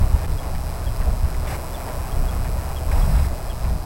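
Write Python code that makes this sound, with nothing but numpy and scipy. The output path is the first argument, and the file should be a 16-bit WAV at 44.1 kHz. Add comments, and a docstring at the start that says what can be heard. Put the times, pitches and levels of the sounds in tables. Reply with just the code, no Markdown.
"""Light wind on a lake shore: eddies of shaped noise buffet the microphone, and strong gusts flutter and thump.
Small waves lap as a bubbling wash and splash noise; a far bird gives single chips, gliding pure tones.
The camera buzzes with fast bursts of tiny ticks that ring its body; twice its lens motor whirs, as gritty
noise, and the bursts double. A few soft handling ticks sound close by over steady air roar and hiss."""
import sys
import numpy as np
from scipy import signal
from scipy.fft import rfft, irfft, next_fast_len
from scipy.io import wavfile
from scipy.ndimage import uniform_filter1d, map_coordinates

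SR = 44100
rng = np.random.default_rng(int(sys.argv[2]) if len(sys.argv) > 2 else 0)


def inscribe(sig):
    """Save sig as 16-bit PCM at rate SR to the path in sys.argv[1].

    A 1-D sig is mono; a 2-D sig holds one channel per row.
    Samples are clipped to [-1, 1] before scaling.
    """
    pcm = np.round(np.clip(np.atleast_2d(sig).T, -1, 1) * 32767)
    wavfile.write(sys.argv[1], SR, pcm.astype(np.int16))


N = 169785

# Even roar of the open air: (frequency [Hz], relative density [dB])
AIR_SPECTRUM = [(30, 1.5), (90, 0.5), (150, -1), (230, -12), (330, -12), (600, -22), (2000, -72)]
AIR_DB = -35
# Steady hiss of reeds and microphone: (frequency [Hz], relative density [dB])
HISS_SPECTRUM = [(300, -2), (2000, -11), (3000, 1.5), (3800, -0.5), (4500, 4), (5100, 4.5), (6000, 2.5),
                 (9500, 0), (12000, -2), (13300, 1), (14300, -23), (16000, -21)]
HISS_DB = -50.5

# Handling ticks: (time [s], level before rise and decay [dB], t60 [s])
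HANDLING_TICKS = [(.152, -38, .08), (0.243, -31.5, 0.053), (.432, -38.5, .09), (.547, -36, 0.09),
                  (1.012, -37, .09), (1.252, -40, .06), (1.3443, -31.5, 0.041), (1.473, -36, .06),
                  (1.503, -34, .08), (1.543, -29, 0.042), (1.8, -36, 0.075), (1.883, -35.5, .08),
                  (2.3256, -38.5, .09), (2.445, -36, 0.12), (2.914, -33.5, 0.085), (3.15, -37, .05),
                  (3.183, -38, .08), (3.245, -32, .035), (3.645, -37, 0.073)]
# Handling colour: (frequency [Hz], relative density [dB])
HANDLING_SPECTRUM = [(300, -32), (900, 7), (2200, 10), (3200, -3), (5000, -15), (12000, -22)]
HANDLING_RISE_S = 0.0012
# Grit in the motor whir and the handling ticks; level relative to their noise
CRACKLES_PER_S, CRACKLE_DB = 420, -4.5

# Lens motor runs: (start [s], end [s], whir level [dB], delay of the second burst [s])
MOTOR_RUNS = [(1.469, 1.563, -38, 0.0034), (2.905, 3.269, -47.5, .003964)]
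# Whir colour: (frequency [Hz], relative density [dB])
WHIR_SPECTRUM = [(250, -8), (600, 13), (1000, 7), (1350, -2.5), (1750, 6.5), (2500, 1.5), (3000, -9),
                 (5000, -7.5), (8000, -11), (15000, -36)]

# Tick level of the buzz: (time [s], level [dB])
BUZZ_LEVELS = [(0, -43.5), (.26, -45.5), (.28, -45.5), (1.46, -46.5), (1.58, -42.5), (2.9, -43.5),
               (3.28, -45.5), (3.65, -47.5), (3.85, -52)]
# Tick colour: (frequency [Hz], gain [dB])
TICK_SPECTRUM = [(700, -17), (1800, -2), (2500, -2.5), (3200, -10), (4500, -34), (5300, 0), (8200, -1),
                 (9500, -2), (10800, 0), (12000, -0.5), (13400, 2), (15800, 1)]
# Body resonances struck by every burst: (frequency [Hz], level with the motor off [dB], t60 [s])
BODY_MODES = [(2580, -63, 0.013), (4137, -59.5, 0.021), (4920, -58, .011), (5130, -57, 0.011),
              (5280, -62, 0.023), (8590, -57, 0.0074), (10960, -56, .0032), (13130, -54, 0.004)]
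BURST_HZ, FIRST_BURST_S, BURST_JITTER_S = 126.133, .0029, 4e-6
TICK_HZ, TICK_SCATTER_DB = 2659, 2.06
LONE_TICK_DELAY_S, LONE_TICK_DB = 0.0024, -1  # from the burst start; relative to a burst tick
MOTOR_RING_GAIN_DB = 0.5  # body rings harder while the motor runs

# Bird chips: (time at top of arch [s], peak level [dB], top pitch [Hz], length of fall [s])
BIRD_CHIPS = [(.391, -41.5, 3360, .015), (.871, -40.5, 3320, 0.025), (1.481, -45, 3500, .014),
              (1.748, -40.5, 3520, 0.027), (2.124, -43, 3270, .014), (2.291, -40.5, 3375, .015),
              (2.77, -39, 3330, 0.026), (3.025, -42, 3350, .014), (3.503, -40.5, 3330, 0.031)]
CHIP_RISE_S = .013
CHIP_SAG_HZ, CHIP_SAG_S = 140, .01  # pitch drop at this time from the top
CHIP_SCATTER_DB, CHIP_SCATTER_T60_S = -12, .2

# Lapping waves: (crest time [s], wash level added [dB], splash level added [dB], half length [s])
WAVE_LAPS = [(0.028, -37, -45, 0.042), (0.196, -39, -44.5, 0.12), (0.46, -37, -47, 0.066),
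             (0.767, -43, -47, 0.15), (1.056, -37.5, -46, 0.086), (1.285, -42, -46.5, 0.08),
             (1.51, -34.5, -41.5, 0.076), (1.74, -37, -45.5, 0.081), (1.898, -33.5, -45.5, 0.048),
             (2.063, -39, -45.5, 0.15), (2.34, -36, -45.5, 0.11), (2.66, -38, -45.5, 0.16),
             (2.993, -33, -42, 0.1), (3.18, -36.5, -42, 0.073), (3.377, -42, -48, 0.16),
             (3.664, -39.5, -45.5, 0.064)]
# Hollow wash: (frequency [Hz], relative density [dB])
WASH_SPECTRUM = [(120, -8), (260, -5), (400, -4), (520, -4.5), (640, 1.5), (760, -0.5), (1000, -2.5),
                 (1400, -9.5), (2200, -49), (5000, -69)]
# Bright splash: (frequency [Hz], relative density [dB])
SPLASH_SPECTRUM = [(600, -6), (1100, -1.5), (1500, 3.5), (2200, -1), (3000, -9), (4500, -12), (9000, -17)]
WASH_REST_DB, SPLASH_REST_DB = -39, -51  # between crests
BUBBLES_DB = -17.5  # relative to the wash noise, before colouring

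# Single buffets: (time [s], peak level before the puff [dB], pitch [Hz])
WIND_THUMPS = [(.035, -17, 42), (.148, -11.5, 62), (1.006, -16, 55.3), (1.085, -15, 60), (1.25, -12.5, 65),
               (2.259, -18, 71), (2.943, -12, 44.4), (3.035, -15, 49), (3.153, -9, 56), (3.639, -15, 55),
               (3.721, -17.5, 61.6)]
THUMP_HALF_S, PUFF_DB = 0.018, -16.5  # puff is relative to the thump

# Wind at the microphone: (time [s], level before BUFFET_GAIN_DB [dB])
GUST_LEVELS = [(0, -23), (.04, -16), (.085, -23), (.145, -16.5), (.2, -27), (.27, -24), (.35, -21),
               (.4, -24.5), (.5, -24.5), (.62, -25.5), (.72, -24), (.85, -28.5), (.9, -21), (.95, -32),
               (1.0, -22.5), (1.08, -21.5), (1.14, -18.5), (1.195, -23.5), (1.245, -17.5), (1.31, -28),
               (1.38, -24), (1.46, -27.5), (1.54, -25.5), (1.61, -35.5), (1.69, -28), (1.88, -30.5),
               (2.05, -25.5), (2.24, -21.5), (2.38, -20.5), (2.54, -26), (2.85, -25.5), (2.9, -18),
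               (2.945, -21.5), (2.99, -17), (3.09, -16.5), (3.155, -21), (3.23, -19.5), (3.28, -26),
               (3.43, -27.5), (3.54, -26), (3.59, -27), (3.65, -23), (3.77, -24), (3.85, -30.5)]
# Buffeting: (frequency [Hz], relative density [dB])
RUMBLE_SPECTRUM = [(8, -15), (20, 2), (30, 2.5), (45, -5.5), (72, -0.5), (100, -11), (145, -18),
                   (210, -26.5), (320, -37), (700, -46), (2000, -99)]
# Higher flutter of strong gusts: (frequency [Hz], relative density [dB])
FLUTTER_SPECTRUM = [(50, -18), (90, 1), (140, -2), (200, -8), (280, -21.5), (700, -60)]
BUFFET_GAIN_DB, LUMP_DB, LUMPS_PER_S = 1.5, 2, 13
FLUTTER_DB, FLUTTER_DB_PER_GUST_DB = -38, 1.52
FLUTTER_SWING_DB, FLUTTERS_PER_S = 1.5, 14

DIP_S, DIP_WIDTH_S, DIP_DEPTH = .2705, .0048, .85  # depth as a fraction of amplitude
TOP_HZ = 15850


def amp(db):
    """Decibels to gain."""
    return 10 ** (np.asarray(db) / 20)


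def unit(x):
    """Scale to rms 1."""
    return x / np.sqrt(np.mean(x ** 2) + 1e-20)


def clock():
    """Time of every sample [s]."""
    return np.arange(N) / SR


def curves(rows):
    """Per-sample line through each column after the time."""
    time_s, *columns = np.transpose(rows)
    return [np.interp(clock(), time_s, column) for column in columns]


def wobble(knots_per_s):
    """Smooth random curve through normal-distributed knots."""
    knots = rng.standard_normal(int(N * knots_per_s / SR) + 4)
    return map_coordinates(knots, [clock() * knots_per_s])


def filtered(x, response):
    """x times a response of frequency, zero-padded."""
    size = next_fast_len(N + SR // 2)
    hz = np.fft.rfftfreq(size, 1 / SR)
    return irfft(rfft(x, size) * response(hz), size)[:N]


def coloured(x, points):
    """x through (frequency [Hz], gain [dB]) points on a log axis, at rms 1."""
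    point_hz, db = np.transpose(points)

    def response(hz):
        return amp(np.interp(np.log(hz + 1), np.log(point_hz + 1), db))

    return unit(filtered(x, response))


def noise(points):
    """Coloured noise of rms 1."""
    return coloured(rng.standard_normal(N), points)


def crackling(points):
    """Coloured noise strewn with tiny uneven clicks, at rms 1."""
    clicks = (rng.random(N) < CRACKLES_PER_S / SR) * rng.standard_normal(N)
    return coloured(rng.standard_normal(N) + amp(CRACKLE_DB) * unit(clicks), points)


def air_and_hiss():
    """Steady noise floor: low air roar plus high hiss."""
    return amp(AIR_DB) * noise(AIR_SPECTRUM) + amp(HISS_DB) * noise(HISS_SPECTRUM)


def handling():
    """Small crackly ticks and scuffs on the camera body: quick rise, exponential decay."""
    envelope = np.zeros(N)
    for time_s, db, t60_s in HANDLING_TICKS:
        age_s = np.maximum(clock() - time_s, 0)
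        envelope += (1 - np.exp(-age_s / HANDLING_RISE_S)) * amp(db - 60 * age_s / t60_s)
    return envelope * crackling(HANDLING_SPECTRUM)


def lens_motor(ramp_s=0.0048, flutter_db=2.0):
    """Dry, gritty whir that switches on and off with short ramps."""
    t = clock()
    running = np.zeros(N)
    for start_s, end_s, db, _ in MOTOR_RUNS:
        running += amp(db) * np.clip(np.minimum(t - start_s, end_s - t) / ramp_s + .5, 0, 1)
    return running * amp(flutter_db * wobble(60)) * crackling(WHIR_SPECTRUM)


def spikes(times_s, size=16):
    """Band-limited impulses of slightly uneven strength."""
    at = np.ravel(times_s)[:, None] * SR
    index = at.astype(int) + np.arange(size) - size // 2 + 1
    shape = np.sinc(index - at) * np.cos(np.pi * (index - at) / size) ** 2
    strength = amp(TICK_SCATTER_DB * rng.standard_normal(at.shape))
    return np.bincount(np.abs(index).ravel(), (shape * strength).ravel(), N)[:N]


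def burst_times():
    """Regular burst starts [s], with a delayed second burst for each while the motor runs."""
    regular = FIRST_BURST_S + np.arange(int(N / SR * BURST_HZ)) / BURST_HZ
    groups = [regular]
    for start_s, end_s, _, delay_s in MOTOR_RUNS:
        groups.append(regular[(regular > start_s) & (regular < end_s)] + delay_s)
    times_s = np.concatenate(groups)
    return times_s + BURST_JITTER_S * rng.standard_normal(len(times_s))


def body_ring(bursts_s):
    """Each burst strikes the damped resonances of the camera body."""
    blows, t = spikes(bursts_s), np.arange(SR // 20) / SR
    ring = np.zeros(N)
    for hz, db, t60_s in BODY_MODES:
        mode = np.sin(2 * np.pi * hz * t) * amp(-60 * t / t60_s)
        ring += amp(db) * unit(signal.fftconvolve(blows, mode)[:N])
    motor_on = sum((clock() > start_s) & (clock() < end_s) for start_s, end_s, _, _ in MOTOR_RUNS)
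    return ring * amp(MOTOR_RING_GAIN_DB * motor_on)


def camera_buzz(count=4):
    """Each burst is a quick run of ticks and one lone tick, and it rings the body."""
    bursts_s = burst_times()
    runs = spikes(bursts_s[:, None] + np.arange(count) / TICK_HZ)
    ticks = runs + amp(LONE_TICK_DB) * spikes(bursts_s + LONE_TICK_DELAY_S)
    level_db, = curves(BUZZ_LEVELS)
    return amp(level_db) * coloured(ticks, TICK_SPECTRUM) + body_ring(bursts_s)


def bird():
    """Each chip is a pure tone that arches over and falls away, blurred by its way across the shore."""
    song = np.zeros(N)
    for time_s, db, top_hz, fall_s in BIRD_CHIPS:
        t = clock() - time_s
        phase = np.clip(np.where(t < 0, t / CHIP_RISE_S, t / fall_s), -1, 1)
        envelope = np.cos(np.pi * phase / 2) ** 2
        hz = top_hz - CHIP_SAG_HZ * (np.clip(t, -CHIP_RISE_S, fall_s) / CHIP_SAG_S) ** 2
        song += amp(db) * envelope * np.sin(2 * np.pi * np.cumsum(hz) / SR)
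    tail = rng.standard_normal(SR // 2) * amp(-60 * clock()[:SR // 2] / CHIP_SCATTER_T60_S)
    scatter = signal.fftconvolve(song, tail / np.linalg.norm(tail))[:N]
    return song + amp(CHIP_SCATTER_DB) * scatter


def bubbles(low_hz, high_hz, cycles, spread_db, count, size=900):
    """Scattered short damped rings that rise a little in pitch."""
    when, pitch, chance = rng.random((count, 3)).T[:, :, None]
    turns = low_hz * (high_hz / low_hz) ** pitch * np.arange(size) / SR
    age = turns / cycles
    strength = amp(-spread_db * np.log(.03 + chance))
    rings = strength * age * np.exp(-4 * age) * np.sin(2 * np.pi * turns * (1 + .06 * age))
    index = (when * N).astype(int) + np.arange(size)
    return np.bincount(index.ravel(), rings.ravel(), N)[:N]


def water():
    """Small waves swell and ebb: a hollow, bubbling wash and a brighter splash."""
    crest_s, wash_db, splash_db, half_s = np.transpose(WAVE_LAPS)[:, :, None]
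    swells = np.exp(-((clock() - crest_s) / half_s) ** 2)

    def level(rest_db, crest_db):  # powers add
        return np.sqrt(amp(rest_db) ** 2 + np.sum(amp(crest_db) ** 2 * swells, axis=0))

    bubbling = unit(bubbles(394.5, 1310, cycles=11.7, spread_db=-1, count=900))
    wash = coloured(rng.standard_normal(N) + amp(BUBBLES_DB) * bubbling, WASH_SPECTRUM)
    splash = noise(SPLASH_SPECTRUM)
    return level(WASH_REST_DB, wash_db) * wash + level(SPLASH_REST_DB, splash_db) * splash


def thumps():
    """A large eddy shoves the microphone through a few deep swings, with a puff of flutter."""
    out, puff = np.zeros(N), amp(PUFF_DB) * noise(FLUTTER_SPECTRUM)
    start_turns = rng.random(len(WIND_THUMPS))
    for (time_s, db, hz), start in zip(WIND_THUMPS, start_turns):
        t = clock() - time_s
        swing = np.sin(2 * np.pi * (hz * t + start))
        out += amp(db) * np.exp(-(t / THUMP_HALF_S) ** 2) * (swing + puff)
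    return out


def wind():
    """Eddies buffet the microphone at the gust level; strong gusts add a higher, ragged flutter."""
    gust_db, = curves(GUST_LEVELS)
    eddies = noise(RUMBLE_SPECTRUM)
    local_power = np.abs(uniform_filter1d(eddies ** 2, size=2200))
    steady = eddies / np.sqrt(local_power + 1e-6)  # evened out, so the gusts set the level
    lumpy = unit(steady * amp(LUMP_DB * wobble(LUMPS_PER_S)))
    rumble = amp(gust_db + BUFFET_GAIN_DB) * lumpy
    flutter_db = FLUTTER_DB_PER_GUST_DB * gust_db + FLUTTER_SWING_DB * wobble(FLUTTERS_PER_S)
    flutter = unit(amp(flutter_db) * noise(FLUTTER_SPECTRUM))
    return rumble + amp(FLUTTER_DB) * flutter


def scene():
    """Shore and camera at one microphone."""
    camera = handling() + lens_motor() + camera_buzz()
    shore = air_and_hiss() + bird() + water() + thumps() + wind()
    return (camera + shore)[None]


def record(dry):
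    """The level dips once, briefly; nothing is kept above the band limit."""
    dip = 1 - DIP_DEPTH * np.exp(-((clock() - DIP_S) / DIP_WIDTH_S) ** 2)
    return filtered(dry[0] * dip, lambda hz: hz < TOP_HZ)[None]


dry = scene()
out = record(dry)
inscribe(out)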